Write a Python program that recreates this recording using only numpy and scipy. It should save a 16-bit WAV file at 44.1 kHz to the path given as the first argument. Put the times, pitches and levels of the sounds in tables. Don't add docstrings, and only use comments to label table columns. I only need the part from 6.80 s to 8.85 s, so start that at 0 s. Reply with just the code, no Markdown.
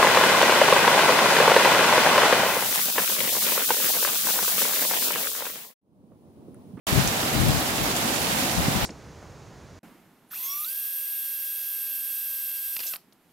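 import sys
import numpy as np
from scipy import signal
from scipy.fft import rfft, irfft
from scipy.io import wavfile
from scipy.ndimage import uniform_filter1d

SR = 44100
rng = np.random.default_rng(int(sys.argv[2]) if len(sys.argv) > 2 else 0)


def int16_out(signal):
    q = np.round(np.clip(np.atleast_2d(signal).T, -1, 1) * 32767)
    wavfile.write(sys.argv[1], SR, q.astype(np.int16))


N = 90449

# frequency_hz, relative_db
RAIN_SPECTRUM_LEFT = [(100, -16), (450, -6), (750, -2), (1050, 0), (1400, -3), (2400, -5.5), (4500, -8),
                      (6200, -10.5), (7500, -9.5), (9100, -12), (11500, -10), (13800, -9.5), (16000, -14)]
RAIN_SPECTRUM_RIGHT = [(100, -34), (450, -5.5), (750, 1.5), (1100, -.5), (2500, -1.5), (3800, -2.5),
                       (5000, -4.5), (7500, -6.5), (8200, -9.5), (9000, -10), (9900, -6.5), (11200, -12),
                       (13800, -10.5), (16000, -16.5)]
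# time_s, gain_db
RAIN_STRENGTH = [(.07, 1.04), (.7, 0.9), (.9, 0.5), (1.1, 0), (1.33, 0.67), (1.68, 0.8), (1.85, 0.35),
                 (2.05, 0.5)]
# time_s, gain_db
RIGHT_TREBLE_GAIN = [(.07, 1), (.4, -1.3), (1.1, 0.5), (1.35, 1.7), (1.72, 2), (1.85, -1), (1.95, -2.5),
                     (2.05, -9)]
# frequency_hz, relative_db
RUMBLE_SPECTRUM = [(15, -55), (30, -26), (50, -9.5), (100, -4.5), (160, -2.5), (250, 0), (340, -4),
                   (440, -7.5), (600, -5), (760, -4), (900, -9), (1100, -22), (2500, -34.5)]
# frequency_hz, correlation (0-1)
RUMBLE_LIKENESS = [(50, .6), (200, 0.92), (400, 0.93), (750, 0.5), (1200, 0.2)]
# frequency_hz, relative_db
WIND_SPECTRUM = [(15, -50), (30, -16), (52, -2.5), (90, -4.5), (145, 2.5), (210, -9.5), (320, -11.5),
                 (600, -29), (1500, -35.5), (5000, -55)]
# peak_s, half_length_s, left_db, right_db
WIND_GUSTS = [(0.135, 0.012, -17.5, -33), (0.184, .02, -12.5, -48), (0.267, 0.024, -24.5, -32),
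              (0.611, 0.044, -17.5, -31.5), (0.689, 0.029, -16, -24), (0.759, 0.027, -21, -36),
              (1.022, 0.017, -24.5, -48), (1.789, 0.014, -18.5, -42), (1.87, 0.053, -31.5, -28),
              (1.966, 0.012, -19.5, -37), (2.036, .014, -21.5, -32)]
# start_s, relative_db, pitch_hz, left_minus_right_db
CLOSE_SPLASHES = [(.1453, -22, 12600, 6), (0.2754, -11, 6050, -4.5), (.5329, -22, 7800, 0),
                  (.6021, -22, 9400, 2), (.609, -22, 9200, -5), (.684, -18, 11400, 3),
                  (.6874, -20, 3600, -5), (.7069, -18, 5300, 0), (1.0327, -17, 13000, 3),
                  (1.165, -13.5, 7500, -5), (1.2784, -18.5, 3800, -5), (1.3617, -16.5, 3900, -5),
                  (1.5963, -22, 10200, -3)]

HISS_DB, DROPS_DB = -27, -38.5
RUMBLE_DB, SPLASH_GAIN_DB = -30.5, -4.5
BREEZE_LEFT_DB, BREEZE_RIGHT_DB = -38.5, -45


def amp(db):
    return 10 ** (np.asarray(db) / 20)


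def unit(x):
    return x / np.sqrt(np.mean(x ** 2) + 1e-20)


def per_bin(table):
    hz, value = np.transpose(table)
    return np.interp(np.log(np.fft.rfftfreq(N, 1 / SR) + 1), np.log(hz + 1), value)


def gain_curve(table):
    return amp(np.interp(np.arange(N) / SR, *np.transpose(table)))


def colour(x, spectrum):
    return irfft(rfft(x) * amp(per_bin(spectrum)), N)


def drift(shape, bins, frames):
    across_bins = uniform_filter1d(rng.standard_normal(shape), bins, axis=0)
    return unit(uniform_filter1d(across_bins, frames, axis=1))


def on_water(pair):
    return unit(np.array([colour(pair[0], RAIN_SPECTRUM_LEFT), colour(pair[1], RAIN_SPECTRUM_RIGHT)]))


def far_hiss(flutter_db=0.57, patchy_db=0.86):
    noise = signal.stft(rng.standard_normal((2, N)), nperseg=256)[2]
    flutter = drift((1, noise.shape[2]), bins=1, frames=12)
    patches = np.array([drift(port.shape, bins=14, frames=12) for port in noise])
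    uneven = noise * amp(flutter_db * flutter + patchy_db * patches)
    return amp(HISS_DB) * on_water(signal.istft(uneven)[1][:, :N])


def near_drops(drops_per_s=1800, spread_db=4.5, decay_cycles=0.88, pitches=32):
    t, out = np.arange(256) / SR, np.zeros((2, N))
    sizes = amp(spread_db * np.minimum(rng.exponential(1, N), 4.4))
    impacts = sizes * (rng.random(N) < drops_per_s / SR)
    pitch_index = rng.integers(0, pitches, N)
    for k, hz in enumerate(np.linspace(2400, 15000, pitches)):
        tick = np.exp(-t * hz / decay_cycles) * np.sin(2 * np.pi * hz * t)
        ticks = signal.oaconvolve(impacts * (pitch_index == k), unit(tick))[:N]
        pan, lag_samples = rng.uniform(0, np.pi / 2), rng.integers(-18, 19)
        out += [np.cos(pan) * ticks, np.sin(pan) * np.roll(ticks, lag_samples)]
    return amp(DROPS_DB) * on_water(out)


def distant_rumble():
    left, independent = rfft(rng.standard_normal((2, N)))
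    likeness = per_bin(RUMBLE_LIKENESS)
    right = likeness * left + np.sqrt(1 - likeness ** 2) * independent
    pair = irfft(np.array([left, right]), N)
    return amp(RUMBLE_DB) * unit(colour(pair, RUMBLE_SPECTRUM))


def wind_on_microphone():
    t = np.arange(N) / SR
    power = amp([[BREEZE_LEFT_DB], [BREEZE_RIGHT_DB]]) ** 2
    for peak_s, half_length_s, left_db, right_db in WIND_GUSTS:
        swell = np.exp(-((t - peak_s) / half_length_s) ** 2)
        power = power + amp([[left_db], [right_db]]) ** 2 * swell
    eddies = colour(rng.standard_normal((2, N)), WIND_SPECTRUM)
    eddy_power = uniform_filter1d(uniform_filter1d(eddies ** 2, size=1200), size=600)
    return eddies * np.sqrt(power / eddy_power)


def close_splashes(snap_decay_s=0.00028, spray_decay_s=0.017, spray_db=-10.5, log_width=0.45):
    t, out = np.arange(4096) / SR, np.zeros((2, N))
    bin_hz = np.fft.rfftfreq(len(t), 1 / SR) + 1
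    for start_s, relative_db, pitch_hz, pan_db in CLOSE_SPLASHES:
        band = 1 / np.sqrt(1 + (np.log(bin_hz / pitch_hz) / log_width) ** 4)
        spray = unit(irfft(rfft(rng.standard_normal((2, len(t)))) * band))
        snap = np.exp(-t / snap_decay_s) * (2 * np.sin(2 * np.pi * pitch_hz * t) + 0.5 * spray)
        splash = snap + amp(spray_db) * spray * np.exp(-t / spray_decay_s)
        port_gains = amp(relative_db + SPLASH_GAIN_DB) * amp([[pan_db / 2], [-pan_db / 2]])
        start = round(start_s * SR)
        out[:, start:start + len(t)] += port_gains * splash
    return out


def thump(centre_s=1.8848, half_length_s=0.0036, pitch_hz=175, gain_db=-12.5):
    t = np.arange(N) / SR - centre_s
    return -amp(gain_db) * np.exp(-(t / half_length_s) ** 2) * np.sin(2 * np.pi * pitch_hz * t)


def scene(treble_hz=5460):
    left, right = (far_hiss() + near_drops()) * gain_curve(RAIN_STRENGTH)
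    treble = signal.sosfiltfilt(signal.butter(2, treble_hz, "high", fs=SR, output="sos"), right)
    right = right + treble * (gain_curve(RIGHT_TREBLE_GAIN) - 1)
    return np.array([left, right]) + close_splashes() + distant_rumble() + wind_on_microphone() + thump()


def record(dry, start_s=0.0672, fade_in_s=0.002, cutoff_hz=15900):
    fade_in = np.clip((np.arange(N) / SR - start_s) / fade_in_s, 0, 1)
    lowpass = signal.firwin(511, cutoff_hz, window=("kaiser", 9), fs=SR)
    return signal.oaconvolve(dry * fade_in, lowpass[None], "same")


dry = scene()
out = record(dry)
int16_out(out)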